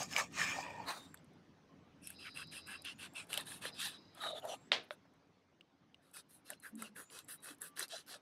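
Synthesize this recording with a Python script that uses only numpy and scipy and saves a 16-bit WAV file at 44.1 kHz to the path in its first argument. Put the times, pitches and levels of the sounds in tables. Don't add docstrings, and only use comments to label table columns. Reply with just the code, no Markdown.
import sys
import numpy as np
from scipy import signal
from scipy.fft import rfft, irfft
from scipy.io import wavfile
from scipy.ndimage import uniform_filter1d, map_coordinates

SR = 44100
rng = np.random.default_rng(int(sys.argv[2]) if len(sys.argv) > 2 else 0)


def log_audio(samples):
    frames = np.atleast_2d(samples).T
    limited = np.clip(frames, -1, 1)
    pcm = np.round(limited * 32767).astype(np.int16)
    wavfile.write(sys.argv[1], SR, pcm)


def to_linear_factor(level_db):
    exponent = np.asarray(level_db, float) / 20
    return 10 ** exponent


N = 362042
T = np.arange(N) / SR

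# (time [s], length [s], edge hiss [dB], flesh rasp [dB], scale rasp [dB])
SAW_FIRST = [(2.025, 0.12, -58.5, -65.5, -71), (2.191, 0.12, -65.5, -61, -68.5),
             (2.347, 0.09, -57.5, -50.5, -62.5), (2.517, 0.093, -56.5, -53, -62),
             (2.667, 0.1, -56.5, -48.5, -67.5), (2.845, 0.089, -65.5, -51.5, -57),
             (2.987, 0.088, -56.5, -51.5, -60), (3.15, 0.092, -56.5, -53, -59)]
SAW_LAST = [ (6.135, 0.076, -56.5, -64, -64), (6.292, 0.103, -63.5, -82.5, -81),
            (6.451, 0.1, -66, -64, -67), (6.625, 0.08, -57, -68, -75), (6.775, 0.11, -60.5, -57, -67),
            (6.957, 0.088, -53.5, -56, -71.5), (7.104, 0.11, -58.5, -57, -63),
            (7.283, 0.08, -49, -59, -66.5), (7.425, 0.11, -54, -57.5, -64.5),
            (7.61, 0.083, -50.5, -59.5, -68), (7.764, 0.089, -51.5, -50.5, -54.5),
            (7.899, 0.12, -63, -59, -57), (8.071, 0.098, -59.5, -59, -60)]
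SAW_BONE = [
    (3.295, 0.13, -51, -48, -60),
    (3.46, 0.13, -51.5, -56.5, -64),
    (3.615, 0.084, -52, -48, -56.5),
]
SAW_THROUGH = [
    (3.74, .06, -66, -60, -66),
    (3.79, .115, -47, -45, -51),
    (3.9, 0.07, -68.5, -61, -69),
]
BRUSHES = [
    (4.605, .02, -84, -95, -95),
    (4.83, 0.028, -76, -93, -95),
    (4.905, 0.045, -66.5, -68, -80),
    (6.02, 0.12, -80, -78.5, -89),
]
DULL_FIRST_DB = [.2, -3, .1, -2, 3, .1, .1, -1.5]
DULL_LAST_DB = [.1, .1, .1, 3, -2, 3, -2, .1, .1, .1, .1, .1, .1]

# (time [s], hold [s], edge glide [dB], flesh drag [dB], weight on board [dB])
SHOVE_FIRST = [
    (0, 0.024, -55.5, -48.5, -48.5),
    (.125, .035, -60, -53, -62),
    (.18, 0.021, -51, -38.5, -43.5),
    (.39, 0.057, -54, -39.5, -52),
    (.45, .07, -59, -41, -58),
    (.52, 0.041, -62, -48, -55.5),
]
SHOVE_SECOND = [
    (4.18, .02, -70, -58, -66),
    (4.22, 0.055, -60.5, -50, -56),
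    (4.26, 0.05, -62, -55, -51),
    (4.36, 0.027, -66, -60, -50),
    (4.45, .02, -67, -64, -48),
    (4.485, 0.061, -60.5, -61.5, -49),
]
SLIDE = [
    (.575, 0.039, -65, -55, -49),
    (.63, 0.078, -75.5, -52, -52),
    (.71, 0.13, -79, -57.5, -51.5),
]
SCRAPE = [
    (.885, .02, -54, -43, -50),
    (.92, 0.057, -63.5, -57.5, -58.5),
    (1.0, 0.055, -73.5, -71, -74),
]

# (low edge [Hz], high edge [Hz])
RASP_BANDS_HZ = [(7300, 16000), (1100, 3300), (3300, 7300), (350, 1100)]
# (frequency [Hz], density [dB per Hz])
COLOUR_SAW_FIRST = [(897, -17), (1600, -0.5), (2200, -12), (3480, -22), (6920, -42), (8380, -15.5),
                    (10500, -16), (15900, -45)]
COLOUR_SAW_LAST = [(500, 4.5), (897, -8.5), (1750, 8), (2500, -18), (6810, -41.5), (8250, -12.5),
                   (10600, -8.5), (15900, -25)]
COLOUR_BONE = [(210, -41.5), (350, -15), (1670, -16), (2230, -14), (3660, -4), (6600, -21.5),
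               (10500, -13.5), (15900, -38)]
COLOUR_SHOVE_FIRST = [(300, -24.5), (547, -6), (1450, -12.5), (2380, -6.5), (4640, -19), (8000, -11),
                      (9500, -26), (15900, -21)]
COLOUR_SHOVE_SECOND = [(400, -5), (700, -25), (2400, -23), (3300, -12.5), (4300, -11), (4700, -30),
                       (11200, -18), (15900, -62)]
# (frequency [Hz], width [Hz], level [dB])
RINGS_SAW_FIRST = [(1750, 77, -21), (2670, 170, 3)]
RINGS_SAW_LAST = [(1490, 235, 8.5), (2595, 35, 2.5), (3870, 100, -12.5), (10870, 110, -4)]
RINGS_BONE = [(1730, 220, -4.5), (2600, 91, -2.5), (3730, 243, -14), (8590, 165.3, -9)]
RINGS_SHOVE_FIRST = [(1215, 55, -7), (1782, 56, -1), (2350, 83, -5.5), (5400, 700, -10), (6500, 700, -10)]
RINGS_SHOVE_SECOND = [(655, 110, -2.5), (1210, 96, -16.5)]
RINGS_SLIDE = [(958, 55, -8), (1870, 57, -4.5), (2394, 81, -5.5), (3430, 93, -20), (4740, 580, -15.5)]
RINGS_SCRAPE = [(880, 480, 9), (3840, 380, -7), (8260, 540, -16)]

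# (time [s], peak [dB], ring [Hz], bright tick [dB])
SNAPS = [(0.0298, -31, 6500, -50), (.1266, -37, 2930, -45), (.1341, -36, 2610, -60),
         (0.1635, -20, 2340, -40), (.164, -30, 5400, -50), (.192, -30, 5600, -40), (.368, -35, 1750, -60),
         (0.184, -31, 820, -33), (0.197, -29, 1750, -38), (0.415, -26, 1810, -45), (0.586, -32, 756, -60),
         (1.143, -44, 1530, -41), (1.173, -52, 3500, -63), (2.072, -43.5, 2620, -33.5),
         (2.103, -49.5, 1630, -36), (2.259, -44, 2630, -60), (2.268, -42, 3100, -60),
         (2.373, -38, 2600, -42), (2.428, -45, 1640, -60), (2.524, -45, 2600, -60), (2.535, -44, 1700, -60),
         (2.566, -45, 2660, -60), (2.693, -45, 1630, -60), (2.7265, -45, 1520, -60),
         (2.8986, -44, 2670, -60), (3.016, -45, 2660, -60), (3.028, -45, 2680, -60), (3.2, -45, 2670, -60),
         (3.302, -42, 1440, -60), (2.849, -40, 2700, -42), (2.869, -46, 2600, -58), (3.159, -41, 2730, -60),
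         (3.33, -29, 2870, -29), (3.34, -31, 2900, -32), (3.375, -26, 3060, -25), (3.3755, -40, 600, -60),
         (3.519, -42, 1740, -42), (3.409, -45.5, 1790, -37), (3.622, -44, 2680, -42),
         (3.652, -31, 1740, -38), (3.6525, -40, 500, -70), (3.815, -38, 2610, -50), (4.236, -35, 810, -60),
         (4.237, -37, 1700, -60), (4.259, -37, 800, -60), (4.266, -38, 1500, -60), (4.441, -37, 608, -60),
         (4.451, -38, 640, -60),
         (5.053, -57, 655, -93.5), (5.609, -48, 2850, -75), (5.944, -47, 2850, -88),
              (6.168, -47, 1730, -41.5), (6.503, -38, 1730, -31.5), (6.533, -46.5, 2860, -57),
              (6.822, -34, 1320, -31), (6.6473, -48, 1730, -60), (6.654, -46, 1510, -60),
              (6.666, -46, 1600, -60), (6.962, -48, 1800, -56), (6.982, -49, 1570, -60),
              (7.297, -49, 1790, -60), (7.458, -48, 1440, -60), (7.486, -45, 1430, -60),
              (7.773, -42, 1710, -50), (7.922, -41, 3790, -55), (8.0915, -47, 1610, -60),
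              (7.1, -47.5, 2860, -71), (7.189, -41, 3710, -38.5), (7.285, -51, 1826, -41),
              (7.618, -51.5, 1730, -31), (7.794, -37, 1698, -27), (7.806, -35, 1860, -38),
              (7.827, -35.5, 3970, -33), (7.881, -51, 4800, -48), (7.889, -52, 4800, -48),
              (8.064, -55, 5190, -63), (8.141, -45, 1570, -55), (8.142, -46, 4800, -60)]
# (time [s], peak [dB])
TICKS = [(0.325, -53), (0.118, -47), (1.2444, -60), (1.3349, -68), (2.4713, -56), (2.6716, -45),
         (2.8203, -47), (3.1358, -51), (3.2444, -61), (3.2695, -57), (3.299, -57), (4.1483, -47.5),
         (4.398, -51), (4.4533, -43), (4.888, -72), (4.937, -56), (5.1372, -69), (6.113, -57.5),
         (6.141, -49), (6.6, -49.5), (6.7543, -46), (7.2456, -52), (7.4036, -60), (7.444, -37.5),
         (7.5344, -57), (7.5467, -52), (7.5842, -59)]

# (time [s], peak [dB], yard echo [dB], low thud [dB], echo reach [share])
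KNOCKS = [
    (4.7163, -38, -70.5, 5, 0.1),
    (4.7185, -8.2, -29.5, -0.5, 1.02),
    (4.9079, -24.5, -51.5, 17, 0.42),
]
# (frequency [Hz], level [dB], T60 [s])
KNOCK_MODES = [(600, -16.5, 0.065), (1400, -5, 0.0056), (2060, -1, 0.0076), (2645, -6, 0.0098),
               (3707, 4.5, 0.008), (5600, -21, 0.011), (8000, -24, .006)]
# (frequency [Hz], level [dB])
ECHO_COLOUR = [(250, -14), (450, -8.5), (600, -5.5), (1000, -10), (3700, -6), (5000, -13), (13000, -42),
               (14500, -70)]
# (frequency [Hz], T60 [s])
ECHO_T60_S = [(300, .4), (800, 0.21), (2000, .21), (4000, 0.21), (9000, 0.16)]

# (time [s], length [s], frequency [Hz], level [dB], width [Hz])
NOTES = [(0.865, 0.06, 4100, -48.5, 420), (0.927, 0.15, 3700, -60.5, 150), (4.2, .145, 3800, -45.5, 330),
         (4.344, 0.057, 3600, -50.5, 440), (4.47, 0.075, 640, -47.5, 175), (4.315, .025, 620, -44, 120),
         (4.415, .04, 2900, -63, 400), (.185, .045, 1170, -42, 60), (.43, .09, 2350, -45, 250),
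         (.46, .02, 1740, -42, 80), (7.93, .03, 640, -52, 150), (8.1, .08, 600, -62, 300),
         (3.85, .03, 850, -54, 150), (2.185, .07, 2680, -60, 150), (6.84, .04, 2750, -58, 200),
         (0, .9, 178, -62, 3), (1.75, 1.3, 84, -72, 3), (2.3, .3, 152, -66, 5), (1.75, .4, 275, -70, 5),
         (3.82, .09, 3700, -49, 600), (3.9, .1, 3900, -61, 200), (4.478, 0.067, 5920, -56.5, 400),
         (2.031, 0.06, 5450, -60.5, 400), (2.245, .052, 2400, -51, 900), (2.245, .052, 1500, -55, 500),
         (6.568, 0.019, 4140, -69, 15), (6.605, 0.034, 4180, -72, 15), (7.365, 0.063, 3880, -66.5, 20),
         (4.485, .075, 3000, -52, 700), (7.645, 0.19, 1173, -67, 12), (6.725, 0.073, 220.3, -47, 8.2),
         (6.73, .06, 284, -53.5, 60), (6.782, 0.086, 217.4, -49, 37), (6.89, 0.055, 214, -56.5, 26),
         (6.496, 0.039, 660, -54.5, 160), (6.626, 0.068, 1580, -55.5, 530), (7.5, 0.038, 284, -52, 32),
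         (7.92, 0.047, 630, -54.5, 180), (1.69, .06, 1060, -70, 46), (1.79, .07, 1090, -70, 46),
         (.885, .035, 1000, -47, 300)]
# (time [s], length [s], start [Hz], level [dB])
WHISTLES = [
    (0.952, 0.26, 7000, -63),
    (2.93, 0.3, 6800, -69),
    (4.345, .365, 6680, -63),
    (6.955, 0.34, 6660, -61),
]
# (time [s], length [s], level [dB], fade [dB])
BUZZES = [
    (2.125, 0.73, -57.5, -2.5),
    (3.7, 0.58, -57, -20),
]
# (frequency [Hz], width [Hz], level [dB])
WING_RINGS = [(3920, 110, -8), (4040, 110, -8), (4450, 250, -12), (4860, 110, -6), (5020, 110, -6)]

# (frequency [Hz], density [dB per Hz])
YARD_COLOUR = [(22, -24), (64, -14), (95, -5.5), (262, -5), (420, -11.5), (1200, -23), (6300, -38.5),
               (7300, -48), (15900, -58)]
# (time [s], level [dB], brightness [dB])
YARD_LEVEL = [(0.0, -53.5, -12.5), (0.5, -53, -22.5), (.88, -56, -5), (0.92, -62, 9.5), (1.58, -63.5, 6),
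              (3.75, -61.5, 11), (4.11, -64, 9), (4.459, -63.5, 10.5), (5.56, -72.5, 10.5),
              (6.97, -70, 11.5), (8.21, -74, 17.5)]
# (frequency [Hz], width [Hz], level [dB])
MOTOR_HUMS = [(88.9, 9.1, -10), (156, 13, -6), (186, 11, -10), (280.7, 22, -5.5)]

PUSH_CREST, PULL_CREST = 0.63, 0.38
WING_BEATS_HZ = 126.6
WHISTLE_TOP_HZ, WHISTLE_FADE_DB = 7800, -9.5


def evened(x):
    return x / np.sqrt(np.mean(x ** 2) + 1e-20)


def read(points, hz):
    f, value = np.transpose(points)
    return np.interp(np.log(hz + 1), np.log(f + 1), value)


def add(mix, start_s, sound):
    part = mix[round(start_s * SR):][:len(sound)]
    part += sound[:len(part)]


def resonate(x, hz, width_hz):
    turn = np.exp(2j * np.pi * np.cumsum(hz * np.ones(len(x))) / SR)
    r = np.exp(-np.pi * width_hz / SR)
    return 2 * (turn * signal.lfilter([1 - r], [1, -r], x / turn + 1e-18)).real


def patchy(n, colour, patchy_db):
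    frames = n // 128 + 5
    hz = np.fft.rfftfreq(512, 1 / SR)
    a, b, patches = rng.standard_normal((frames, 257, 3)).T
    patches = uniform_filter1d(patches, size=3, axis=0)
    patches = evened(uniform_filter1d(patches, size=14, axis=1))
    level_db = read(colour, hz)[:, None] + patchy_db * patches
    return (a + 1j * b) * to_linear_factor(level_db), hz, np.arange(frames) * 128 / SR


def unframe(z, n):
    return signal.istft(z, nperseg=512, noverlap=384)[1][:n]


def rasp(levels, colour, rings, grain_db, ring_db):
    n = levels.shape[1]
    lumps = evened(uniform_filter1d(rng.standard_normal(n), size=60))
    grains = unframe(patchy(n, [(100, 0), (20000, 0)], patchy_db=3.3)[0], n) * to_linear_factor(grain_db * lumps)
    scale_slips = rng.standard_normal(n) * (rng.random(n) < 200 / SR)
    slips = evened(grains) + 2.5 * scale_slips

    hz = np.fft.rfftfreq(n, 1 / SR)
    ringing = sum(to_linear_factor(db + ring_db) / (1 + 2j * (hz - f) / w) for f, w, db in rings)
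    z = rfft(slips) * np.hypot(to_linear_factor(read(colour, hz)), abs(ringing))

    def lowpass(f):
        return 1 / np.sqrt(1 + (hz / f) ** 16)

    bands = []
    for low_hz, high_hz in RASP_BANDS_HZ:
        window = lowpass(high_hz) * np.sqrt(1 - lowpass(low_hz) ** 2)
        bands.append(evened(irfft(z * window, n)))
    bands.append(irfft(rfft(bands[1]) * lowpass(2100), n))

    wander = uniform_filter1d(rng.standard_normal(n), size=2500)
    drift = 1 + 0.025 * evened(uniform_filter1d(wander, size=2500))
    place = np.cumsum(drift) % (n - 1)
    return sum(g * map_coordinates(b, [place], order=3) for g, b in zip(levels, bands))


def hump(u, crest, sharp_db):
    edges = 1 / (1 + np.exp(-u / 0.034)) / (1 + np.exp((u - 1) / 0.087))
    return edges * to_linear_factor(-sharp_db * (u - np.clip(crest, 0, 1)) ** 2)


def sawing(strokes, colour, rings, board_db, dull_db=np.zeros(9)):
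    start_s = strokes[0][0] - 0.1
    t = T[round(start_s * SR):round((strokes[-1][0] + 0.3) * SR)]
    levels = np.zeros((5, len(t)))
    for k, (s, length_s, hiss_db, flesh_db, scale_db) in enumerate(strokes):
        u = np.clip((t - s) / length_s, -3, 4)
        crest = (PUSH_CREST, PULL_CREST)[k % 2]
        heavy = hump(u, crest, sharp_db=21.5)
        flesh = to_linear_factor(flesh_db - 2.5) * heavy
        levels += [to_linear_factor(hiss_db - 2.5) * hump(u, 0.41, sharp_db=17.6),
                   flesh,
                   to_linear_factor(scale_db + 6.0) * hump(u, crest, sharp_db=27.4),
                   to_linear_factor(flesh_db + board_db) * heavy,
                   flesh * (to_linear_factor(dull_db[k]) - 1)]
    return start_s, rasp(levels, colour, rings, grain_db=1.5, ring_db=1.5)


def shoving(pushes, colour, rings, ring_db, scale_db, rise_db_per_s, fall_db_per_s):
    s, hold_s, glide_db, flesh_db, board_db = np.transpose(pushes)[..., None]
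    start_s = max(s.min() - 0.1, 0)
    t = T[round(start_s * SR):round((s.max() + 0.3) * SR)]
    rise_db = -rise_db_per_s * np.maximum(s - t, 0)
    push_db = rise_db - fall_db_per_s * np.maximum(t - s - hold_s, 0)
    bands_db = (glide_db, flesh_db, glide_db + scale_db, board_db)
    levels = [to_linear_factor((push_db + db).max(0)) for db in bands_db] + [0 * t]
    levels = uniform_filter1d(np.array(levels), size=300)
    return start_s, rasp(levels, colour, rings, grain_db=1.5, ring_db=ring_db)


def snap(peak_db, hz, tick_db):
    t = T[:1500]
    rise = 1 - np.exp(-(t / 0.00057) ** 2)
    spread = resonate(rng.standard_normal(1500), hz, 0.7 * hz)
    spread = evened(resonate(spread, hz, 0.9 * hz))
    decay = to_linear_factor(peak_db - 60 * t / (0.011 + 14 / hz))
    ring = (np.sin(2 * np.pi * hz * t) + 0.56 * spread) * rise * decay
    highpass = signal.butter(2, 400, "highpass", fs=SR, output="sos")
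    return signal.sosfilt(highpass, ring) + tick(tick_db)


def tick(db):
    t = T[:1500]
    decay = to_linear_factor(db - 4 - 60 * t / 0.026) + to_linear_factor(db - 4.5 - 60 * t / 0.005)
    puff = evened(rng.standard_normal(1500)) * decay
    bandpass = signal.butter(4, [7500, 12300], "bandpass", fs=SR, output="sos")
    return signal.sosfilt(bandpass, puff)


def knock(peak_db, echo_db, thud_db, reach):
    t, n = T[:6000], 22000
    blow = 0
    for hz, db, t60_s in KNOCK_MODES:
        decay = to_linear_factor(db + thud_db * (hz < 1600) - 60 * t / t60_s)
        blow = blow + decay * np.cos(2 * np.pi * hz * (t - 0.0005))
    blow = blow * (1 - np.exp(-(t / 0.00024) ** 2))

    z, hz, frames_s = patchy(n, ECHO_COLOUR, patchy_db=2.2)
    level = np.sqrt(np.mean(unframe(z, n) ** 2))
    t60_s = reach * read(ECHO_T60_S, hz)[:, None]
    tail = unframe(z * to_linear_factor(-60 * frames_s / t60_s), n) / level
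    tail = to_linear_factor(echo_db) * tail * (1 - np.exp(-T[:n] / 0.006))
    add(tail, 0, to_linear_factor(peak_db) * blow / abs(blow).max())
    highpass = signal.butter(2, 350, "highpass", fs=SR, output="sos")
    return signal.sosfilt(highpass, tail)


def note(length_s, hz, db, width_hz):
    t = T[:round(length_s * SR)]
    progress = np.arange(-3000, len(t)) / len(t)
    sinking = hz - 0.438 * width_hz * np.clip(progress - 0.5, -0.5, 0.5)
    waver = resonate(rng.standard_normal(len(sinking)), sinking[:1], width_hz)
    waver = evened(resonate(waver, sinking[:1], width_hz))[-len(t):]
    waver = np.interp(np.cumsum(sinking[-len(t):] / sinking[0]), np.arange(len(t)), waver)
    clean = np.exp(-width_hz / 60)
    tone = clean * np.sin(2 * np.pi * hz * t) + (1 - clean) * waver
    return to_linear_factor(db) * tone * np.sqrt(np.sin(np.pi * (t / length_s) ** 0.96))


def whistle(length_s, low_hz, db):
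    u = T[:round(length_s * SR)] / length_s
    glide_hz = low_hz + (WHISTLE_TOP_HZ - low_hz) * u
    tone = np.sqrt(2) * np.sin(2 * np.pi * np.cumsum(glide_hz) / SR)
    blur = evened(resonate(rng.standard_normal(len(u)), glide_hz, 110))
    level = to_linear_factor(db + WHISTLE_FADE_DB * u) * signal.windows.tukey(len(u), 0.2)
    return level * (0.27 * tone + 0.31 * blur)


def buzz(length_s, db, fade_db):
    u = T[:round(length_s * SR)] / length_s
    wobble = evened(uniform_filter1d(rng.standard_normal(len(u)), size=900))
    phase = np.cumsum(WING_BEATS_HZ * (1 + 0.19 * wobble)) / SR % 1
    beats = 0.48 + np.exp(-phase / 0.2)
    drive = beats * rng.standard_normal(len(u))
    rings = sum(to_linear_factor(g) * evened(resonate(resonate(drive, f, w), f, 2 * w)) for f, w, g in WING_RINGS)
    return to_linear_factor(db + fade_db * u) * rings * signal.windows.tukey(len(u), 0.15)


def yard():
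    s, db, bright_db = np.transpose(YARD_LEVEL)
    hz = np.fft.rfftfreq(N, 1 / SR)
    air = unframe(patchy(N, [(100, 0.022), (20000, 0.00093)], patchy_db=2.5)[0], N)
    z = rfft(air) * to_linear_factor(read(YARD_COLOUR, hz))
    hums = sum(to_linear_factor(g + 10) / abs(1 + 2j * (hz - f) / w) for f, w, g in MOTOR_HUMS)
    z = z * np.hypot(1, hums * (hz < 400))
    high = 1 / (1 + (700 / (hz + 1)) ** 2)
    level = to_linear_factor(np.interp(T, s, db) - 2.5) / np.std(irfft(z, N))
    bright = to_linear_factor(np.interp(T, s, bright_db))
    return level * (irfft(z * (1 - high), N) + bright * irfft(z * high, N))


def scene():
    mix = yard()
    add(mix, *sawing(SAW_FIRST, COLOUR_SAW_FIRST, RINGS_SAW_FIRST, board_db=-16.5, dull_db=DULL_FIRST_DB))
    add(mix, *sawing(SAW_LAST, COLOUR_SAW_LAST, RINGS_SAW_LAST, board_db=-8, dull_db=DULL_LAST_DB))
    add(mix, *sawing(BRUSHES, COLOUR_SAW_LAST, RINGS_SAW_LAST, board_db=-3))
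    add(mix, *sawing(SAW_BONE, COLOUR_BONE, RINGS_BONE, board_db=-8.5, dull_db=[0.1, 0.1, 0.1]))
    add(mix, *sawing(SAW_THROUGH, COLOUR_BONE, RINGS_BONE, board_db=-24))
    add(mix, *shoving(SHOVE_FIRST, COLOUR_SHOVE_FIRST, RINGS_SHOVE_FIRST, ring_db=4.0, scale_db=9,
                      rise_db_per_s=335, fall_db_per_s=380))
    add(mix, *shoving(SLIDE, COLOUR_SHOVE_FIRST, RINGS_SLIDE, ring_db=11.5, scale_db=9.5,
                      rise_db_per_s=400, fall_db_per_s=202))
    add(mix, *shoving(SCRAPE, COLOUR_SHOVE_FIRST, RINGS_SCRAPE, ring_db=14, scale_db=3.5,
                      rise_db_per_s=750, fall_db_per_s=265))
    add(mix, *shoving(SHOVE_SECOND, COLOUR_SHOVE_SECOND, RINGS_SHOVE_SECOND, ring_db=16.0, scale_db=0,
                      rise_db_per_s=470, fall_db_per_s=800))
    for source, events in ((snap, SNAPS), (tick, TICKS), (knock, KNOCKS), (note, NOTES),
                           (whistle, WHISTLES), (buzz, BUZZES)):
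        for start_s, *settings in events:
            add(mix, start_s, source(*settings))
    return mix[None]


def band_limit(x):
    return signal.sosfilt(signal.butter(12, 16020, fs=SR, output="sos"), x)


def record(dry):
    rolloff = signal.firwin(255, 15800, window=("kaiser", 8), fs=SR)
    rolled = signal.oaconvolve(dry, rolloff[None], "same")
    return band_limit(rolled)


dry = scene()
out = record(dry)
log_audio(out)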